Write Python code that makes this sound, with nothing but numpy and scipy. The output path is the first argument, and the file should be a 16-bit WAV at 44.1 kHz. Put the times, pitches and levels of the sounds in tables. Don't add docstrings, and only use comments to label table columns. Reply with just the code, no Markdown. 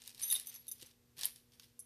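import sys
import numpy as np
from scipy import signal
from scipy.fft import rfft, irfft, next_fast_len
from scipy.io import wavfile

SR = 44100
rng = np.random.default_rng(int(sys.argv[2]) if len(sys.argv) > 2 else 0)


def dump(signal):
    limited = np.clip(np.atleast_2d(signal).T, -1, 1)
    pcm = np.round(limited * 32767).astype(np.int16)
    wavfile.write(sys.argv[1], SR, pcm)


N = 81585
TIME = np.arange(N) / SR

# frequency in Hz, RMS level in dB.
HUM_HARMONICS = [(119.8, -79.5), (240, -78), (480, -85.5)]
# frequency in Hz, relative level in dB.
AIR_SPECTRUM = [(20, -18), (40, 0), (90, 2.5), (140, 0), (200, -7.5), (400, -5), (650, -15.5), (1500, -17),
                (5000, -17), (10000, -20.5), (14000, -16)]

# time in seconds, level in dB.
TURNING_ENVELOPE = [(0, -66.5), (.065, -59), (.11, -61), (.14, -68.5), (.185, -62.5), (.225, -49.5),
                    (.28, -55.5), (.33, -48), (.365, -47), (.385, -54), (.45, -62.5), (.485, -60),
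                    (.52, -59.5), (.56, -56.5), (.585, -68.5), (.66, -71.5), (.70, -68.5), (.77, -70),
                    (.805, -62.5), (.825, -64), (.87, -63.5), (.94, -77), (1.0, -108)]
CRUMPLING_ENVELOPE = [(1.15, -104), (1.17, -59.5), (1.2, -50), (1.24, -49.5), (1.265, -50.5), (1.295, -57),
                      (1.35, -74), (1.38, -66), (1.45, -85), (1.515, -85), (1.535, -66), (1.59, -77.5),
                      (1.625, -64), (1.68, -72.5), (1.74, -87)]
# start in seconds, level in dB, treble relative to body in dB.
CREASE_SNAPS = [(0.0187, -45.5, -19), (0.0376, -51, -2), (0.0575, -56, -9), (0.06, -51, -4),
                (0.0767, -40.5, 12.5), (0.089, -72, 15), (0.094, -46.5, -2), (0.104, -50, 4),
                (.1473, -48.5, 11.5), (.156, -56, -7), (.179, -52, 9), (0.1964, -43, 10),
                (0.1996, -46.5, -3), (0.2063, -53.5, 16), (0.3133, -40, -1), (0.3243, -33, -6),
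                (.327, -31.5, -2), (0.341, -51, 29), (0.3984, -41, 18), (0.407, -49, -4), (.471, -49.5, 22),
                (0.527, -54, 9), (.669, -58, 16), (0.8114, -51.5, 10.5), (0.8155, -46.5, 1),
                (0.8233, -45, 5), (0.828, -43.5, 12), (.9124, -58, 3), (1.182, -46, 5), (1.192, -45, 12),
                (1.2116, -36.5, 12.5), (1.2166, -39.5, 5), (1.233, -30, 5), (1.2338, -33, 1),
                (1.2397, -47, 16), (1.2436, -37.5, 11), (1.2465, -32, 12.5), (1.2554, -36, 24),
                (1.2575, -47.5, 23), (1.27, -47, 13), (1.360, -48, 12)]
# frequency in Hz, relative level in dB.
FILM_SPECTRUM = [(150, -29.5), (500, -14), (1000, -9.5), (1300, -14), (1800, -7.5), (2200, -5), (3000, -2),
                 (4500, -1), (6000, -3), (7300, -12.5), (9000, -3), (11500, -7.5), (14000, -4.5)]
SNAP_BODY_SPECTRUM = [(150, -25.5), (500, -22), (1000, -11), (1300, -31.5), (1800, -4.5), (2100, -12.5),
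                      (2900, -3), (3800, 3), (4700, 2.5), (6000, -1.5), (7200, -3), (9000, 1.5),
                      (14000, -47)]
SNAP_TREBLE_SPECTRUM = [(1500, -24.5), (4000, 1), (7000, -33), (8500, -3.5), (11000, 11), (13500, 3),
                        (15000, 1)]

# start in seconds, level in dB, five offsets in dB for the modes near
# 3.7, 6, 9, 11.4 and 14 kHz, time of free ringing in seconds, offset of the contact tick in dB.
STEEL_IMPACTS = [(.217, -41.5, -36, -30, -2, 3, -33, 0.0031, -26),
                 (.2245, -43, -11, 1, 8.5, 5.5, -31, 0.018, -20),
                 (.232, -44.5, -5, 9, 8, 15, -16.5, .012, -13),
                 (.246, -51.5, -12, -36, 10, 16, 1, 0.043, -12),
                 (.266, -52.5, -8, -9, 2, 6.5, -8, 0.0081, -22),
                 (.279, -48.5, -5, 1.5, 5, 15.5, -6, 0.035, -13),
                 (.300, -31.5, -10, -6.5, -13, -7, -13, 0.027, -10),
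                 (.3113, -37, -7, -7, 1, 10, 0.5, 0.0059, -2),
                 (.3235, -30, -24, -41, -14, -4.5, -11.5, .022, -10),
                 (.3435, -34, -7.5, -42, -19.5, -14.5, -27, 0.011, -15.5),
                 (.3525, -37.5, 6.5, -31, 1.5, -4, -1, 0.0034, -4),
                 (.361, -43, 5, -1.5, -21, 4, 0, 0.0019, 4), (.386, -49, -1, -23, -15, -10, -17, 0.01, -11),
                 (.460, -59.5, -23, -2, -9, -6, 9, 0.0065, 1), (.471, -56, 0, 9, 7, 10, 13, 0.0061, -10),
                 (.485, -65, 7, 10, 7, 22, 21, 0.0047, -7), (.494, -57, -2, 9.5, 10.5, 1, 1, 0.0065, -13),
                 (.542, -57.5, -20, 5, 0, 10, 4, 0.0049, -4),
                 (.551, -65.5, -18, 12, -16, 19.5, -16, 0.067, -11),
                 (.561, -55.5, -12, 3, -27, 0, -18, 0.0059, -25),
                 (.681, -43.5, -10.5, -12, -4.5, 3, -9, .011, -0.5),
                 (.7145, -40.5, -22, -3, -12, 2, -5, 0.0097, -5),
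                 (.862, -58.5, -22, 2.5, -22.5, 5, -30, 0.0049, -6),
                 (1.7923, -45, -45, -6.5, -2, -10, -31, 0.0015, -3),
                 (1.800, -54.5, -28, -3.5, -12.5, -5, -26.5, 0.059, 7)]
# frequency in Hz, relative level in dB, free T60 in seconds.
STEEL_MODES = [(2950, -15, .08), (3591, -6, .24), (3745, -4.5, .2), (3885, -11, .1), (4880, -13, .1),
               (6100, -6, .09), (6185, -5, .15), (7185, -15, .17), (8430, -16, .06), (8900, -11, .05),
               (9203, -3.5, .22), (9326, -12, .2), (10776, -1, .24), (10824, -4, .24), (11392, -9.5, .3),
               (11460, -13, .2), (11650, -18, .14), (12300, -24, .06), (12850, -22, .07),
               (13895, -1.5, .23)]
# frequency in Hz, relative level in dB.
CONTACT_SPECTRUM = [(1500, -27), (4000, -17), (5800, 5.5), (7400, -6), (8700, 13.5), (10200, -5.5),
                    (13000, 10), (14500, 1.5)]

# start in seconds, level in dB.
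PALM_BUMPS = [(0.327, -71), (0.825, -59), (1.176, -64), (1.232, -63)]
BENCH_TAPS = [(1.5205, -59.5), (1.5971, -44.5), (1.633, -54.5), (1.642, -60)]
# frequency in Hz, relative level in dB.
BUMP_SPECTRUM = [(40, -21), (150, -1), (300, -6.5), (450, -4.5), (900, -31), (1500, -19.5), (5000, -53)]
TAP_SPECTRUM = [(700, -24), (1500, -4.5), (1950, -16), (3000, 2), (4100, 0), (5500, 6), (7600, -15),
                (9000, -7.5), (14000, -8)]


def from_db(db):
    return 10 ** (np.asarray(db) / 20)


def colour(x, spectrum):
    size = 2 * next_fast_len(N)
    hz, db = np.transpose(spectrum)
    bin_hz = np.arange(size // 2 + 1) * SR / size
    gain = from_db(np.interp(np.log(bin_hz + 1), np.log(hz), db))
    cepstrum = irfft(np.log(gain / np.sqrt(np.mean(gain ** 2))))
    cepstrum[1:size // 2] *= 2
    cepstrum[size // 2 + 1:] = 0
    return irfft(rfft(x, size) * np.exp(rfft(cepstrum)))[:N]


def bursts(times, db, decay_s):
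    onsets = np.zeros(N)
    np.add.at(onsets, np.clip((times * SR).astype(int), 0, N - 1), from_db(db) ** 2)
    power = signal.lfilter([1], [1, -np.exp(-2 / (decay_s * SR))], onsets + 1e-22)
    return np.sqrt(power) * rng.choice([-1, 1], N)


def hum_and_air(air_db=-72.5):
    hum = sum(np.sqrt(2) * from_db(db) * np.sin(2 * np.pi * (hz * TIME + rng.random()))
              for hz, db in HUM_HARMONICS)
    return hum + from_db(air_db) * colour(rng.standard_normal(N), AIR_SPECTRUM)


def film_crinkling(envelope, creases_per_s, spread_db=2, friction_gain=0.6):
    buckles = rng.random(N) < creases_per_s / SR
    sizes_db = spread_db * np.minimum(rng.exponential(1, N), 3)
    crackle = bursts(TIME[buckles], sizes_db[buckles], decay_s=0.00094)
    texture = crackle / crackle.std() + friction_gain * rng.standard_normal(N)
    level = from_db(np.interp(TIME, *np.transpose(envelope)))
    return colour(texture * level, FILM_SPECTRUM)


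def crease_snaps(trim_db=-2):
    times, db, treble_db = np.transpose(CREASE_SNAPS)
    flutter = bursts(times, db + trim_db, decay_s=0.0025)
    crack = bursts(times, db + trim_db + treble_db, decay_s=0.00026)
    return colour(flutter, SNAP_BODY_SPECTRUM) + colour(crack, SNAP_TREBLE_SPECTRUM)


def steel_ringing(scatter_db=3, added_damping=3.6, wobble_hz=39, wobble_s=0.0024):
    hz, mode_db, t60 = np.transpose(STEEL_MODES)
    band = np.searchsorted([4500, 8000, 10000, 11000, 13200], hz)
    t = TIME[:SR // 6]
    ringing = np.zeros(N)
    for start_s, db, low_db, middle_db, high_db, bright_db, top_db, free_s, _ in STEEL_IMPACTS:
        contact_db = np.array([low_db, middle_db, high_db, 0, bright_db, top_db])[band]
        gains = from_db(db + mode_db + contact_db + scatter_db * rng.standard_normal(len(hz)))
        jitter = rng.standard_normal((len(hz), len(t)))
        wobble = signal.lfilter([1], [1, -np.exp(-1 / (wobble_s * SR))], jitter)
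        bent_hz = hz[:, None] + wobble_hz * wobble / wobble.std()
        cycles = np.cumsum(bent_hz, axis=1) / SR + rng.choice([0, .5], (len(hz), 1))
        decay = np.exp(-np.log(1000) * (t + added_damping * np.maximum(t - free_s, 0)) / t60[:, None])
        clink = gains @ (np.cos(2 * np.pi * cycles) * decay)
        start = int(start_s * SR)
        ringing[start:start + len(t)] += clink[:N - start]
    return ringing


def steel_chatter(contacts=4, spacing_s=0.0027, loss_db=3):
    start_s, db, *_, tick_db = np.transpose(STEEL_IMPACTS)[:, :, None]
    bounce = np.arange(contacts)
    times = start_s + spacing_s * (bounce + (bounce > 0) * rng.random((len(start_s), contacts)))
    levels_db = db + tick_db - loss_db * bounce
    return colour(bursts(times.ravel(), levels_db.ravel(), decay_s=0.0019), CONTACT_SPECTRUM)


def palm_bumps():
    return colour(bursts(*np.transpose(PALM_BUMPS), decay_s=0.012), BUMP_SPECTRUM)


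def bench_taps():
    return colour(bursts(*np.transpose(BENCH_TAPS), decay_s=0.0025), TAP_SPECTRUM)


def reflections(x, t60, gap_s=0.0045):
    tail = rng.standard_normal(N) * np.exp(-np.log(1000) * TIME / t60) * (TIME > gap_s)
    return signal.fftconvolve(x, tail / np.linalg.norm(tail))[:N]


def scene():
    background = hum_and_air()
    turning = film_crinkling(TURNING_ENVELOPE, creases_per_s=600)
    crumpling = film_crinkling(CRUMPLING_ENVELOPE, creases_per_s=850)
    film = turning + crumpling + crease_snaps()
    steel = steel_ringing() + steel_chatter()
    direct = film + steel + palm_bumps() + bench_taps()
    bench = from_db(-11.5) * reflections(direct, t60=0.034)
    room = from_db(-15) * reflections(direct, t60=0.33)
    return (direct + bench + room + background)[None]


def record(dry):
    cutoff_hz = 14100
    return signal.fftconvolve(dry, signal.firwin(301, cutoff_hz, fs=SR)[None], mode="same")


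dry = scene()
out = record(dry)
dump(out)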